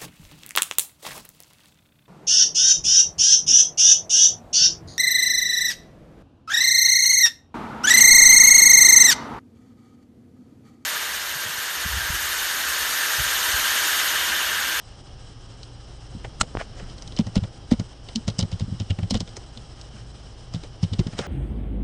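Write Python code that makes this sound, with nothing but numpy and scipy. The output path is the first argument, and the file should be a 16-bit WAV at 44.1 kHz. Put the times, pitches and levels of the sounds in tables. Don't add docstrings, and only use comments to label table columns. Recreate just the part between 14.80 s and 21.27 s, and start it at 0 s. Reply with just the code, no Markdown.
import sys
import numpy as np
from scipy import signal
from scipy.fft import rfft, irfft
from scipy.io import wavfile
from scipy.ndimage import uniform_filter1d

SR = 44100
rng = np.random.default_rng(int(sys.argv[2]) if len(sys.argv) > 2 else 0)


def store_wav(level_fs):
    pcm = np.round(np.clip(np.atleast_2d(level_fs), -1, 1) * 32767)
    wavfile.write(sys.argv[1], SR, pcm.T.astype(np.int16))


def boost_factor(decibels):
    exponent = np.asarray(decibels, float) / 20
    return 10 ** exponent


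N = 285327
FRAME = 512

# (time [s], peak [dB], width [ms])
POPS = [
    (1.351, -43, 2.1),
    (1.752, -10, 0.27),
    (1.7713, -9.5, 0.088),
    (1.774, -22, 0.1),
]
# (time [s], dull level [dB], bright level [dB])
SLIDES = [
    [(1.78, -49, -50), (1.814, -28.5, -47), (1.84, -60, -59)],
    [(1.95, -62, -72), (1.976, -50, -53), (2.1, -56.5, -80)],
    [(5.13, -62, -65), (5.16, -55.5, -56), (5.21, -58, -60)],
    [(6.3, -74, -60), (6.334, -42, -49), (6.345, -53, -60)],
    [(6.36, -46, -63), (6.384, -43.5, -41), (6.47, -38.5, -54.5)],
]
# (time [s], peak [dB])
SNAP = [
    (1.6117, -6),
    (1.6135, -8),
    (1.616, -13),
    (1.6185, -19),
]
# (time of greatest swing [s], case level [dB], case pitch [Hz], case swing [ms], desk level [dB])
PRESSES = [(1.352, -28.5, 210, 5.4, -33.5), (1.613, -23, 193, 7.3, -31), (1.769, -39, 190, 8.2, -27.5),
           (2.398, -8.5, 205, 12, -27.5), (2.57, -8.5, 188, 10.3, -18), (2.922, -5, 234, 10.1, -22.5),
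           (3.365, -20.5, 224, 28.5, -41), (3.482, -18, 185, 15, -19), (3.592, -16.5, 173, 10.9, -27),
           (3.734, -28.5, 167, 25.4, -20), (3.883, -27, 204, 8.1, -32), (4.007, -21.5, 209, 4.8, -19.5),
           (4.107, -21, 186, 4.9, -15), (4.191, -24, 185, 11.2, -23.5), (4.313, -22.5, 218, 13, -27),
           (5.747, -19, 154, 6.6, -31), (6.035, -14.5, 169, 15.5, -16.5), (6.195, -11.5, 167, 10.9, -19),
           (6.392, -20.5, 206, 3.3, -30.5)]
# (time of greatest swing [s], case level [dB], case pitch [Hz], case swing [ms], desk level [dB])
RELEASES = [(2.474, -28.5, 206, 18.4, -24), (2.633, -25, 166, 14.5, -19.5), (3, -17.5, 187, 7.5, -24),
            (3.633, -17.5, 186, 7.1, -16), (3.826, -20.5, 175, 12.5, -20), (3.927, -21.5, 172, 10.3, -22.5),
            (4.238, -25.5, 171, 28, -17.5), (4.356, -19.5, 223, 20.7, -20), (4.411, -20, 188, 5.6, -24),
            (6.13, -25.5, 212, 9.5, -18.5), (6.268, -16, 178, 4.4, -31), (6.334, -29.5, 186, 4.4, -41)]
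# (time [s], tick level [dB], centre [Hz], knock level [dB], rattle level [dB])
STRIKES = [(2.366, -28.5, 3900, -45, -31), (2.389, -24.5, 4270, -27, -30), (2.557, -19, 4300, -26, -25),
           (2.914, -20, 4360, -24, -29), (3.48, -19.5, 4530, -28.5, -25), (3.591, -12.5, 4800, -28.5, -21),
           (3.717, -32.5, 4360, -37.5, -32.5), (3.798, -29, 4370, -37.5, -34.5),
           (4.001, -23.5, 3700, -37.5, -35.5), (4.308, -12, 4200, -31, -35), (4.344, -19, 4200, -26, -25),
           (5.739, -31, 4400, -35.5, -32.5), (6.03, -22, 4400, -33.5, -30.5),
           (6.193, -19, 3700, -31.5, -45), (6.39, -17.5, 3820, -25.5, -43)]
# (time [s], tick level [dB], centre [Hz], knock level [dB])
TOUCHES = [(.832, -29, 4100, -66), (1.447, -21.5, 1870, -32), (1.631, -33, 2950, -36),
           (1.998, -34.5, 2440, -37.5), (2.099, -34, 3850, -65), (2.183, -32.5, 3780, -47),
           (2.223, -30.5, 4770, -42.5), (2.277, -30, 4130, -48), (2.323, -29.5, 3400, -44),
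           (2.469, -32.5, 4470, -35.5), (2.637, -30.5, 3400, -34), (2.998, -26, 4200, -32),
           (3.288, -27.5, 3600, -39), (3.359, -15.5, 4140, -39.5), (3.627, -25, 3900, -34),
           (4.106, -16, 2810, -38), (4.188, -39, 2640, -33), (4.232, -32.5, 3050, -39),
           (4.373, -29, 4230, -51), (4.405, -19, 4110, -33), (4.477, -34.5, 3620, -40.5),
           (4.492, -35, 4100, -72), (4.568, -24, 4860, -34.5), (4.775, -28.5, 3500, -45),
           (5.014, -33.5, 4400, -62), (5.836, -32, 4180, -34), (6.134, -20.5, 3670, -37.5),
           (6.271, -29, 4080, -37)]
# (time of greatest swing [s], peak [dB], pitch [Hz], length [ms])
NUDGES = [
    (2.029, -34.5, 181, 18),
    (3.809, -22.5, 150, 5.2),
    (4.326, -17.5, 211, 13.7),
    (4.774, -39, 225, 22),
    (5.151, -44.5, 211, 42),
    (5.771, -29.5, 156, 33.4),
    (5.838, -39.5, 301, 14.5),
    (6.206, -22.5, 353, 13.2),
]


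def rms_one(x):
    return x / np.sqrt(np.mean(x ** 2) + 1e-20)


def in_time(rows):
    s, *columns = np.transpose(rows)
    return [np.interp(np.arange(N) / SR, s, c) for c in columns]


def drift(rate):
    r = np.exp(-80 * np.pi * rate / SR)
    slow = signal.lfilter([1], [1, -2 * r, r * r], rng.standard_normal(N // 40 + 2002))
    slow = slow[2000:]
    return np.interp(np.arange(N) / 40, np.arange(len(slow)), rms_one(slow))


def resonance(x, hz, width):
    r = np.exp(-np.pi * width / SR)
    zeros = np.array([1, 0, -1]) * (1 - r * r) / 2
    return signal.lfilter(zeros, [1, -2 * r * np.cos(2 * np.pi * hz / SR), r * r], x)


def coloured(spectrum):
    hz = np.arange(1, N // 2 + 2) * SR / N
    at, db = np.transpose(spectrum)
    gain = boost_factor(np.interp(np.log(hz), np.log(at), db))
    return rms_one(irfft(rfft(rng.standard_normal(N)) * gain, N))


def add(out, s, piece):
    i = round(s * SR)
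    out[i:i + len(piece)] += piece[:N - i]


def port(x):
    # (centre [Hz], width [Hz], level [dB])
    cavity = [(2560, 280, -2), (3002, 273, 7), (4060, 190, 0.5), (4600, 710, -6.5), (5160, 1260, 4)]
    return x + sum((boost_factor(db) - 1) * resonance(x, hz, width) for hz, width, db in cavity)


def thumps(rows, shape):
    out = np.zeros(N)
    for s, db, hz, ms in rows:
        rise = ms / 1000 * shape / 3.01
        t = np.arange(round(rise * 7 * SR)) / SR
        swing = (t / rise * np.exp(1 - t / rise)) ** (shape ** 2)
        add(out, s - rise, boost_factor(db) * swing * np.sin(2 * np.pi * (hz * t + rng.random())))
    return out


def busy():
    lead_s, hold_s = 0.015, 0.05
    period_s, jitter_s, spell_s, chance = 0.075, 0.015, 0.055, 0.88
    events = [*TOUCHES, *STRIKES, *PRESSES, *RELEASES, *NUDGES, *SNAP, *POPS]
    spells = [(row[0] - lead_s, lead_s + hold_s) for row in events]
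    spells += [(rows[0][0], rows[-1][0] - rows[0][0]) for rows in SLIDES]
    for s in np.arange(jitter_s, N / SR - period_s, period_s):
        slip, stretch, luck = rng.random(3)
        length = spell_s * (0.5 + stretch) * (luck < chance)
        spells.append((s + jitter_s * (2 * slip - 1), length))
    on = np.zeros(N)
    for s, length in spells:
        add(on, s, np.ones(round(length * SR)))
    return uniform_filter1d(np.minimum(on, 1), size=FRAME // 2)


def flicker(spread_db):
    steps = np.repeat(rng.standard_normal(N // FRAME // 2 + 1), 2 * FRAME)[:N]
    return boost_factor(spread_db * uniform_filter1d(steps, size=FRAME))


def room_floor():
    # (time [s], rumble level [dB])
    activity = [(0, -42.5), (.6, -42.5), (1.2, -42.5), (1.75, -36.5), (2.3, -39), (3.05, -42.5), (3.6, -39),
                (4.25, -41.5), (4.6, -41), (5.65, -41.5), (6.47, -37)]
    # (frequency [Hz], density [dB per Hz])
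    rumble_spectrum = [(12, -22), (27, -0.5), (40, -4.5), (55, -5), (80, -5.5), (120, -2.5), (185, -13.5),
                       (280, -18.5), (700, -26.5), (900, -49)]
    # (frequency [Hz], density [dB per Hz])
    hiss_spectrum = [(150, -16), (260, -0.5), (340, -1), (650, -4.5), (1450, -10), (2300, -16.5),
                     (3150, -12.5), (3700, -14.5), (5500, -11), (6500, -22.5), (9300, -23.5),
                     (12300, -37.5)]
    # (frequency [Hz], rms level [dB])
    whine_tones = [(4000, -70.5), (5001, -72), (6998, -82), (8000, -71.5), (9001, -85)]
    rumble_db, = in_time(activity)
    hiss_db = -54.5 + 0.26 * (rumble_db + 40)
    hiss = rms_one(port(coloured(hiss_spectrum)))
    t, on = np.arange(N) / SR, busy()
    treble = signal.cheby1(4, 1, [6200, 9350], "band", fs=SR, output="sos")
    top = signal.sosfilt(treble, hiss[::-1])
    hiss = hiss * flicker(1.2) * boost_factor(1.5 * on)
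    hiss = hiss + top * boost_factor(1.5) * on * flicker(1.5)

    whine = sum(boost_factor(db + 3) * np.sin(2 * np.pi * hz * t + 1.2 * drift(40)) for hz, db in whine_tones)
    rumble = boost_factor(rumble_db - 4.5 + 0.55 * drift(3.9)) * coloured(rumble_spectrum)
    return rumble + boost_factor(hiss_db + 2.3) * hiss + whine * on * flicker(3.4)


def hum():
    # (frequency [Hz], rms level [dB], wander [per s])
    lines = [(26.9, -49, 2.), (53.8, -46.5, 1.5), (80, -57, 4.), (105, -57, 4.), (118.8, -51, 2.),
             (748, -70, 2.), (807.5, -63, .7), (1244, -70, 2.), (1620, -73, 2.), (3241, -69, 3.),
             (5399, -73, 3.)]
    out, t = np.zeros(N), np.arange(N) / SR
    for hz, db, rate in lines:
        swell = boost_factor(db + 1.5 + 1.8 * drift(rate))
        out += swell * np.sin(2 * np.pi * hz * t + 0.4 * drift(rate))
    return out


def contacts():
    touch_ms, strike_ms, rattle_ms = 1.54, 1.34, 3.8
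    gap_s, jitter_s, loss_db = 0.0092, 0.0015, 4
    rows = [(s, db, hz, touch_ms, knock_db) for s, db, hz, knock_db in TOUCHES]
    for s, db, hz, knock_db, rattle_db in STRIKES:
        rows.append((s, db, hz, strike_ms, knock_db))
        for k in range(2):
            at = s + gap_s * (k + 1) + jitter_s * rng.standard_normal()
            rows.append((at, rattle_db - loss_db * k, hz * 0.83, rattle_ms, knock_db - 12.5))
    return rows


def key_ticks():
    # (centre [Hz], width [Hz], level [dB])
    case_modes = [(350, 330, 4), (542, 122, 10.5), (764, 350, -1.5), (1440, 62, -1.5), (1860, 530, -9.5)]
    halo_db, halo_ms = -17, 8.7
    clatter_db, clatter_ms = -15, 10.7
    spread, cap_width, cap_db = 0.76, 0.064, -10
    rows = contacts()
    bright, dull = np.zeros(N), np.zeros(N)
    t = np.arange(-700, 1500) / SR
    grit = rng.standard_normal((len(rows), 2, len(t)))
    clumps = boost_factor(2.5 * rng.standard_normal((len(rows), 2, 50)))
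    grit = grit * np.repeat(clumps, 44, axis=2)
    for (s, db, hz, ms, knock_db), (fine, coarse) in zip(rows, grit):
        burst = np.exp(np.where(t < 0, t / 0.00015, -t / (ms / 1000)))
        burst += boost_factor(halo_db) * np.exp(-((t * 1000 - 1.5) / halo_ms) ** 4)
        burst += boost_factor(clatter_db) * (t > 0) * np.exp(-np.abs(t) * 1000 / clatter_ms)
        rattle = resonance(resonance(fine * burst, hz, hz * spread), hz, hz * spread)
        rattle = rattle + boost_factor(cap_db) * resonance(rattle, hz, hz * cap_width)
        add(bright, s - 0.0007 + t[0], boost_factor(db) * rattle)
        thud = np.exp(np.where(t < 0, t / 0.0022, -t / 0.0097))
        add(dull, s + t[0], boost_factor(knock_db) * coarse * thud)
    knocks = np.zeros(N)
    for k, (hz, width, db) in enumerate(case_modes):
        knocks += boost_factor(db) * resonance(dull, hz, width) * (-1) ** k
    return boost_factor(0.5) * port(bright) + boost_factor(9.0) * knocks


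def pops():
    out, t = np.zeros(N), np.arange(-300, 300) / SR
    for s, db, ms in POPS:
        add(out, s + t[0], boost_factor(db) / (1 + (t * 1000 / ms) ** 2))
    return signal.sosfilt(signal.butter(1, [120, 2500], "band", fs=SR, output="sos"), out)


def key_swings():
    case, desk = [], []
    for rows, desk_lag_s in ((PRESSES, 0.0035), (RELEASES, -0.0035)):
        for s, db, hz, ms, desk_db in rows:
            rebound_db = -24.5 + 0.58 * (db + 18) - 0.13 * max(ms - 14, 0)
            case.append((s, db, hz, ms))
            case.append((s + 0.01694, rebound_db, hz * 0.91, 11.36))
            desk.append((s + desk_lag_s, desk_db, 100.7 + 3 * rng.standard_normal(), 28.1))
    return case, desk


def case_overtone(case):
    upper = [(s, -40 + 0.79 * (db + 16.5), hz * 2.123, 9.56) for s, db, hz, ms in case]
    return thumps(upper, shape=1.16)


def desk_sway():
    # (time of greatest swing [s], peak [dB], pitch [Hz], length [ms])
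    sways = [
        (1.45, -37, 38.3, 39),
        (1.615, -22.5, 43.4, 16),
        (1.775, -29.5, 35, 46),
        (2.05, -31.5, 29.2, 107),
        (2.58, -17.5, 45, 17),
        (2.93, -23.5, 45, 31),
        (4.35, -28, 40.3, 65),
        (6.04, -56, 45, 63),
        (6.2, -21, 45.7, 41),
    ]
    return thumps(sways, shape=1.22)


def button_snap():
    # (frequency [Hz], level [dB], t60 [s])
    button_modes = [(596, -3, 0.064), (765, -3.5, 0.04), (1295, 6.5, 0.03), (2300, -7.5, 0.0099),
                    (2800, -3.5, 0.012), (4100, -0.5, 0.012), (5100, -6, 0.0066), (6520, -1.5, 0.0049),
                    (7800, 1.5, 0.0075), (9980, -5.5, 0.0062)]
    hits, t = np.zeros(N), np.arange(-700, 700) / SR
    for s, db in SNAP:
        add(hits, s, boost_factor(db + 1.5) * rng.choice([-1, 1], 120) * np.exp(-np.arange(120) / 8))
    blur = np.exp(-(t / 0.0039) ** 4) + 0.22 * np.exp(-(t / 0.013) ** 8)
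    add(hits, SNAP[0][0] + t[0], boost_factor(-27.5) * rng.standard_normal(len(t)) * blur)
    out = np.zeros(N)
    for k, (hz, db, t60) in enumerate(button_modes):
        out += boost_factor(db + 12.5) * resonance(hits, hz, 4.1 / t60) * (-1) ** k
    return out


def slides():
    grains = boost_factor(2.3 * rng.exponential(1, (2, N))) * rng.choice([-1, 1], (2, N))
    grains = grains * (rng.random((2, N)) < 6000 / SR)
    dull = resonance(grains[0], 520, 680) - resonance(grains[0], 880, 230)
    dull = dull + 0.38 * resonance(grains[0], 1430, 770)
    dull = rms_one(resonance(dull, 730, 1570))
    bright = rms_one(port(resonance(resonance(grains[1], 3600, 7600), 3600, 5300)))
    out, t = np.zeros(N), np.arange(N) / SR
    for rows in SLIDES:
        dull_db, bright_db = in_time(rows)
        fade_s = 0.008
        inside = np.clip(np.minimum(t - rows[0][0], rows[-1][0] + fade_s - t) / fade_s, 0, 1)
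        out += inside * (boost_factor(dull_db) * dull + boost_factor(bright_db) * bright)
    return out


def palm_nudges():
    return thumps(NUDGES, shape=1.16)


def scene():
    case, desk = key_swings()
    low = desk_sway() + thumps(desk, shape=1.19) + thumps(case, shape=1.41)
    keys = low + key_ticks() + button_snap()
    around = pops() + slides() + hum() + room_floor()
    return (keys + case_overtone(case) + palm_nudges() + around)[None]


def roll_off(x):
    return signal.sosfilt(signal.butter(12, 12010, fs=SR, output="sos"), x)


def record(dry):
    hz = np.arange(N // 2 + 1) * SR / N
    edge_hz = [9300, 9500, 10650, 10850, 11280, 11420, 12300, 12500]
    edge_db = np.interp(hz, edge_hz, [0.5, -9.5, -8.0, -42, -45, -13.0, -36, -80])
    mix = irfft(rfft(dry) * boost_factor(edge_db), N)
    return roll_off(mix)


dry = scene()
out = record(dry)
store_wav(out)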